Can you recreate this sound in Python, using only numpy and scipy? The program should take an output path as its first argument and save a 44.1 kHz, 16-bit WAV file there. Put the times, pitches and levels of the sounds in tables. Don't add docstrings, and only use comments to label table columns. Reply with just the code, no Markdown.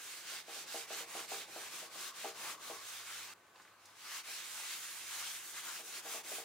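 import sys
import numpy as np
from scipy import signal
from scipy.fft import rfft, irfft, next_fast_len
from scipy.io import wavfile
from scipy.ndimage import uniform_filter1d, map_coordinates

SR = 44100
rng = np.random.default_rng(int(sys.argv[2]) if len(sys.argv) > 2 else 0)


def unload_audio(sound):
    columns = np.transpose(np.atleast_2d(sound))
    steps = np.round(np.clip(columns, -1, 1) * 32767)
    wavfile.write(sys.argv[1], SR, steps.astype(np.int16))


N = 284031
TOP_HZ = 15800
STOP_S = 3.338
HALF = np.array([[.5], [-.5]])


def amp(db):
    return 10 ** (np.asarray(db) / 20)


def unit(x):
    return x / np.sqrt(np.mean(x ** 2) + 1e-20)


def along(points, hz):
    f, v = np.transpose(points)
    return np.interp(np.log(hz + 1), np.log(f + 1), v)


def curves(rows):
    s, *columns = np.transpose(rows)
    return [np.interp(np.arange(N) / SR, s, column) for column in columns]


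def wobble(rate):
    knots = rng.standard_normal(int(N * rate / SR) + 4)
    fine = map_coordinates(knots, [np.arange(8 * len(knots)) / 8])
    return np.interp(np.arange(N) * rate / SR, np.arange(len(fine)) / 8, fine)


def arc(crest, rise, fall):
    corners = [crest - abs(rise), crest, crest + abs(fall)]
    return np.sin(np.pi / 2 * np.interp(np.arange(N) / SR, corners, [0, 1, 0]))


def swelling(steady_db, swells):
    extra = sum((amp(db) * arc(crest, rise, fall)) ** 2 for crest, rise, fall, db in swells)
    return np.sqrt(amp(steady_db) ** 2 + extra)


def filtered(x, response):
    m = next_fast_len(N + SR // 2)
    return irfft(rfft(x, m) * response(np.fft.rfftfreq(m, 1 / SR)), m)[..., :N]


def shape(*spectra):
    return lambda hz: amp(sum(along(points, hz) for points in spectra))


def resonance(hz, centre_hz, width_hz):
    return 1j * hz * width_hz / (centre_hz ** 2 - hz ** 2 + 1j * hz * width_hz)


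def add(track, s, sound):
    part = track[max(round(s * SR), 0):][:len(sound)]
    part += sound[:len(part)]


def spread(pair, colour):
    # f/Hz, correlation (1 = identical)
    likeness = [(100, .995), (250, 1), (500, 0.87), (1000, 0.81), (2000, 0.74), (4000, 0.41), (8000, 0.067),
                (13000, .03)]

    def mid_side_gains(hz):
        turn = np.arccos(np.clip(along(likeness, hz), -1, 1)) / 2
        return colour(hz) * np.array([np.cos(turn), np.sin(turn)])

    mid, side = filtered(pair, mid_side_gains)
    return unit(np.array([mid + side, mid - side]))


def workshop(hum_hz=100, whine_hz=1520):
    # crest t/s, rise/s, fall/s, level/dB
    hum_swells = [(1.5, .45, 0.42, -82.5), (3.15, 1, .27, -77.5), (3.78, .17, .6, -83),
                  (5.15, .35, 0.65, -80)]
    # crest t/s, rise/s, fall/s, level/dB
    whirr_swells = [(2.02, .25, 0.32, -58.5), (2.48, .2, 0.14, -56.5), (2.74, 0.28, .15, -57.5),
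                    (4.12, 0.087, 0.11, -60)]
    # f/Hz, relative level/dB
    air_spectrum = [(20, -40), (45, -21), (70, -6), (110, -1), (200, -7.5), (500, -7), (1200, 6.5),
                    (3000, -4), (8000, -21), (16000, -18)]
    t = np.arange(N) / SR
    hum = swelling(-89, hum_swells) * np.sin(2 * np.pi * hum_hz * t)

    flutter = amp(-1.9 + 1.4 * wobble(24.14))
    band = spread(rng.standard_normal((2, N)), lambda hz: resonance(hz, centre_hz=1112, width_hz=210) ** 2)
    whirr = swelling(-73, whirr_swells) * flutter * band

    whine_gain = amp(-75.5 + 1.6 * wobble(4.6))
    whine = whine_gain * np.sin(2 * np.pi * whine_hz * t + 0.27 * wobble(19))
    air = amp(-68.3) * spread(rng.standard_normal((2, N)), shape(air_spectrum))
    return hum + whirr + whine + air


def room(x, echo_db, tail_db, echo_delay_s=.0123, wide_hz=650):
    # f/Hz, t60/s
    decay = [(150, 0.11), (600, 0.12), (3000, 0.1), (12000, 0.2)]
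    hz, t, z = signal.stft(rng.standard_normal((2, SR // 3)), SR, nperseg=256)
    width = np.array([np.ones_like(hz), np.minimum(hz / wide_hz, 1) ** 2])[:, :, None]
    fading = amp(-60 * t / along(decay, hz)[:, None])
    build_up = 1 - np.exp(-t / 0.0088)
    mid, side = signal.istft(z * width * fading * build_up, SR, nperseg=256)[1]
    tail = np.array([mid + side, mid - side])
    wet = signal.oaconvolve(x[None], tail / np.linalg.norm(tail[0]), axes=1)[:, :N]
    slap = np.pad(x, (round(echo_delay_s * SR), 0))[:N]
    return x + amp(echo_db) * slap + amp(tail_db) * wet


def bounced(x):
    # delay/s, gain
    paths = [(.0019, .06), (.0056, .08), (0.0117, .14)]
    return filtered(x, lambda hz: 1 + sum(gain * np.exp(-2j * np.pi * hz * delay) for delay, gain in paths))


def pats(tick_db=12, puff_t60_s=0.057):
    # t/s, peak level/dB, centre f/Hz
    flaps = [(3.556, -53, 1000), (3.559, -53, 2980), (3.598, -48.5, 1230), (3.618, -56, 5000),
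             (3.65, -57, 1400), (3.676, -54.5, 1700), (3.856, -47.5, 6000), (4.118, -44, 1170)]
    track, t = np.zeros(N), np.arange(SR // 10) / SR
    hz = np.fft.rfftfreq(len(t), 1 / SR)
    for s, db, centre_hz in flaps:
        puff = rng.standard_normal(len(t)) * amp(-60 * t / puff_t60_s)
        tick = amp(tick_db) * (t == 0)
        flap = irfft(rfft(puff + tick) * resonance(hz, centre_hz, 0.83 * centre_hz) ** 2)
        add(track, s, amp(db) * flap / np.abs(flap).max())
    return track


def lid(low_hz=380, high_hz=880, fade_s=0.0062, lead_s=0.0029, thud_hz=290, thud_db=-15, click_db=-15):
    # t/s, level/dB, time the pitch takes to rise/s
    knocks = [(0.319, -54.5, .016), (0.482, -48, .011), (0.562, -51, 0.013), (0.744, -41, 0.012),
              (0.906, -42, 0.01), (1.007, -48.5, .02), (1.151, -40.5, .011), (1.317, -40.5, 0.0089),
              (1.482, -54.5, .012), (1.561, -43.5, .011), (1.827, -51.5, .014), (1.955, -52, 0.017),
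              (2.244, -36.5, .009), (2.699, -42, .0104), (4.283, -54, .012), (5.797, -52, 0.012),
              (6.054, -46, 0.0092), (6.146, -45, 0.0095), (6.317, -44, 0.012), (6.382, -46, 0.0098)]
    # f/Hz, level before scatter/dB, t60/s
    modes = [(333, -13, 0.16), (400.3, -16.5, 0.26), (464, -8.5, 0.26), (533, -30, 0.14),
             (617, -16.5, 0.46), (675, -14, 0.38), (788, -6, 0.25), (863, -36, 0.14)]
    track, t = np.zeros(N), np.arange(SR // 4) / SR
    dull = signal.butter(2, [850, 1500], "bandpass", fs=SR, output="sos")

    def swell(life):
        return (t / life) ** 2 * np.exp(1 - (t / life) ** 2)

    for s, db, rise in knocks:
        climb = np.minimum(t / max(rise, .003), 1)
        pitch = (low_hz + (high_hz - low_hz) * climb) * (1 + 0.061 * rng.normal())
        blip = np.sin(2 * np.pi * np.cumsum(pitch) / SR) * swell(fade_s)
        thud = amp(thud_db) * np.sin(2 * np.pi * (thud_hz * t + rng.random())) * swell(0.0067)
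        click = unit(signal.sosfilt(dull, rng.standard_normal(len(t))))
        click = amp(click_db - 60 * t / 0.22) * click
        ring = np.zeros(len(t))
        for hz, level, t60 in modes:
            gain = amp(level + rng.normal(0, 1.65) - 60 * t / t60)
            ring += gain * np.sin(2 * np.pi * (hz * t + rng.random()))
        ring *= 1 - np.exp(-(t / fade_s) ** 2)
        add(track, s - lead_s, amp(db) * (blip + thud + click + ring))
    return track


def slips(rate, size_db, blur_db):
    happens = rng.random(N) < rate / SR
    sizes = amp(size_db * np.minimum(rng.exponential(size=N), 4))
    snaps = unit(happens * sizes * rng.standard_normal((2, N)))
    return unit(snaps + amp(blur_db) * rng.standard_normal((2, N)))


def patchy(pair, depth_db):
    z = signal.stft(pair, nperseg=512)[2]
    field = rng.standard_normal(z.shape[1:])
    field = uniform_filter1d(field, size=6, axis=0)
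    field = uniform_filter1d(field, size=14, axis=1)
    return signal.istft(z * amp(depth_db * unit(field)), nperseg=512)[1][:, :N]


def board(rub_db):
    # t/s, level/dB
    drone_level = [(0.0, -70), (1.0, -65), (1.45, -64), (2.2, -68), (2.45, -62), (2.9, -71), (3.15, -70),
                   (3.8, -75.5), (4.55, -69.5), (5.1, -71.5), (6.15, -66), (6.44, -64)]
    # f/Hz, relative level/dB
    wood_spectrum = [(60, -43), (130, -9), (190, -5.5), (240, -4.5), (330, 0.5), (600, -0.5), (850, 1.5),
                     (1300, -12.5), (3000, -49)]
    swell_db = rub_db - uniform_filter1d(rub_db, size=SR // 3)
    drone = bounced(spread(slips(rate=300, size_db=2.0, blur_db=6), shape(wood_spectrum)))
    return amp(curves(drone_level)[0] + 0.35 * swell_db + 2.5) * drone


def strokes(rub_power=0.8, hiss_power=1.01):
    # fastest moment t/s, speeding up/s, slowing down/s, rubbing level before trim/dB,
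    # fibre hiss over the rubbing before trim/dB, dull drag over the rubbing/dB
    hand = [(0.066, 0.11, 0.27, -52.5, -3.5, -13), (0.344, 0.11, 0.091, -46.5, -6.5, -14),
            (0.584, 0.13, 0.083, -49.5, -5, -14.5), (0.761, 0.11, 0.11, -48, -4.5, -11),
            (0.983, .12, 0.078, -46.5, -5, -10), (1.197, .14, 0.082, -49, -3.5, -7.5),
            (1.337, .07, 0.13, -47, -4.5, -11.5), (1.637, .18, .075, -51, -4, -7),
            (1.774, 0.093, .125, -50.5, -4.5, -10.5), (2.064, .175, 0.057, -48, -4, -12),
            (2.228, 0.098, .115, -49.5, -5, -8), (2.483, 0.15, .087, -48, -4, -4.5),
            (2.68, 0.089, 0.16, -51.5, -3.5, -7), (2.933, 0.16, 0.11, -51, -4, -8),
            (3.14, 0.2, 0.24, -51, -4.5, -6.5), (3.61, 0.096, .15, -69, -7, 0),
            (3.884, 0.12, .11, -65.5, -8.5, -2), (4.04, 0.1, 0.11, -56.5, -6, -6),
            (4.176, 0.14, 0.057, -48, -5.5, -7.5), (4.32, .1, 0.21, -49, -4.5, -11),
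            (4.566, 0.19, 0.16, -50, -3, -11), (4.703, .078, 0.097, -47, -5, -9),
            (4.833, 0.19, 0.37, -51, -1.5, -13), (5.23, 0.24, 0.13, -47.5, -3, -7),
            (5.34, 0.063, 0.098, -50, -1.5, -10), (5.46, .12, 0.19, -55.5, 1, -8.5),
            (5.585, 0.062, 0.057, -49.5, -4, -5), (5.675, 0.064, 0.062, -48.5, -3, -3),
            (5.765, 0.099, 0.079, -49.5, -2, -7), (5.89, 0.071, .07, -53, .5, -11),
            (5.98, 0.084, 0.043, -50.5, -2.5, -5.5), (6.145, 0.14, 0.088, -49, -2, -5.5),
            (6.335, 0.11, .12, -47.5, -1, -12)]
    before_break_db, after_break_db = (-63, -69.5, -69), (-75.5, -79, -75)
    before = np.arange(N) / SR < STOP_S
    power = amp(np.where(before, np.c_[list(before_break_db)], np.c_[list(after_break_db)])) ** 2
    for crest, rise, fall, db, hiss_db, drag_db in hand:
        speed = arc(crest, rise, fall) * (before == (crest < STOP_S))
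        moving = speed > 0
        rub, hiss = speed[moving] ** rub_power, speed[moving] ** hiss_power
        layers = np.array([rub, amp(hiss_db) * hiss, amp(drag_db) * rub])
        power[:, moving] += (amp(db) * layers) ** 2
    return 10 * np.log10(power)


def towel(rub_db, fine_db, drag_db):
    # t/s, left minus right level/dB
    place = [(0.0, -.3), (0.3, -1), (1.5, -.6), (1.75, 0.7), (2.65, 1.2), (2.9, -.2), (4.25, 1),
             (4.48, -1.3), (4.75, 1), (4.98, -1.5), (5.25, 1), (5.45, -0.5), (5.63, 1.2), (6.44, .4)]
    # f/Hz, relative level/dB
    paper_spectrum = [(410, -42), (700, -12), (767, 1), (945, -27), (1050, 1.5), (1310, -1.5), (1660, -2.5),
                      (1840, -3.5), (2210, -1), (5220, -1.5), (7130, -4), (9500, -13), (12000, -8),
                      (14200, -8), (15800, -14)]
    coarse_spectrum = [(700, -20), (1200, -6), (1600, 0), (4500, -1.5), (6500, -4.5), (9000, -4),
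                       (16000, -24)]
    fine_spectrum = [(3500, -42), (6000, -1.5), (7500, -1), (8500, -3), (9500, -1.5), (10500, -5.5),
                     (12000, -7.5), (14000, -6.5), (16000, -10.5)]
    drag_spectrum = [(300, -38), (600, -14), (900, -4.5), (1200, -2), (1500, -3.5), (2000, -7), (4000, -25)]
    judder = amp(0.46 * wobble(17) + 0.53 * wobble(45) + 0.15 * wobble(220))

    rub = patchy(slips(rate=2000, size_db=0.0, blur_db=6.5), depth_db=1.27)
    rub = amp(rub_db + 1.47) * bounced(spread(rub, shape(paper_spectrum, coarse_spectrum)))
    fine = patchy(slips(rate=3000, size_db=0.5, blur_db=9.5), depth_db=1.34)
    fine = amp(fine_db + 4.5) * spread(fine, shape(fine_spectrum))
    drag = patchy(slips(rate=760, size_db=3.0, blur_db=5), depth_db=3.0)
    drag = amp(drag_db) * spread(drag, shape(drag_spectrum))
    return judder * (rub + fine + drag) * amp(HALF * curves(place)[0])


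def scene():
    # f/Hz, left minus right level/dB
    lean = [(200, 0), (500, 1), (1000, 2), (2000, -1), (4000, 0), (8000, -2.5), (12000, 0.5), (16000, 3.5)]
    # f/Hz, lead of the left microphone/rad
    lead = [(500, 0.082), (2500, 0.62), (5000, 0.025), (8000, 1.14), (15000, 1.1)]

    def rubbing_path(hz):
        return amp(HALF * along(lean, hz)) * np.exp(1j * HALF * along(lead, hz))

    def lid_path(hz):
        louder = amp(HALF * along([(250, 0.83), (600, 1.7)], hz))
        return louder * np.exp(2j * np.pi * hz * HALF * 8e-5)

    rub_db, fine_db, drag_db = strokes()
    folding = room(pats(), echo_db=-14, tail_db=-7)
    knocks = filtered(room(lid(), echo_db=-7.0, tail_db=-3.5), lid_path)
    rubbing = filtered(towel(rub_db, fine_db, drag_db) + board(rub_db), rubbing_path)
    return workshop() + folding + knocks + rubbing


def record(dry):
    return filtered(dry, lambda hz: hz < TOP_HZ)


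dry = scene()
out = record(dry)
unload_audio(out)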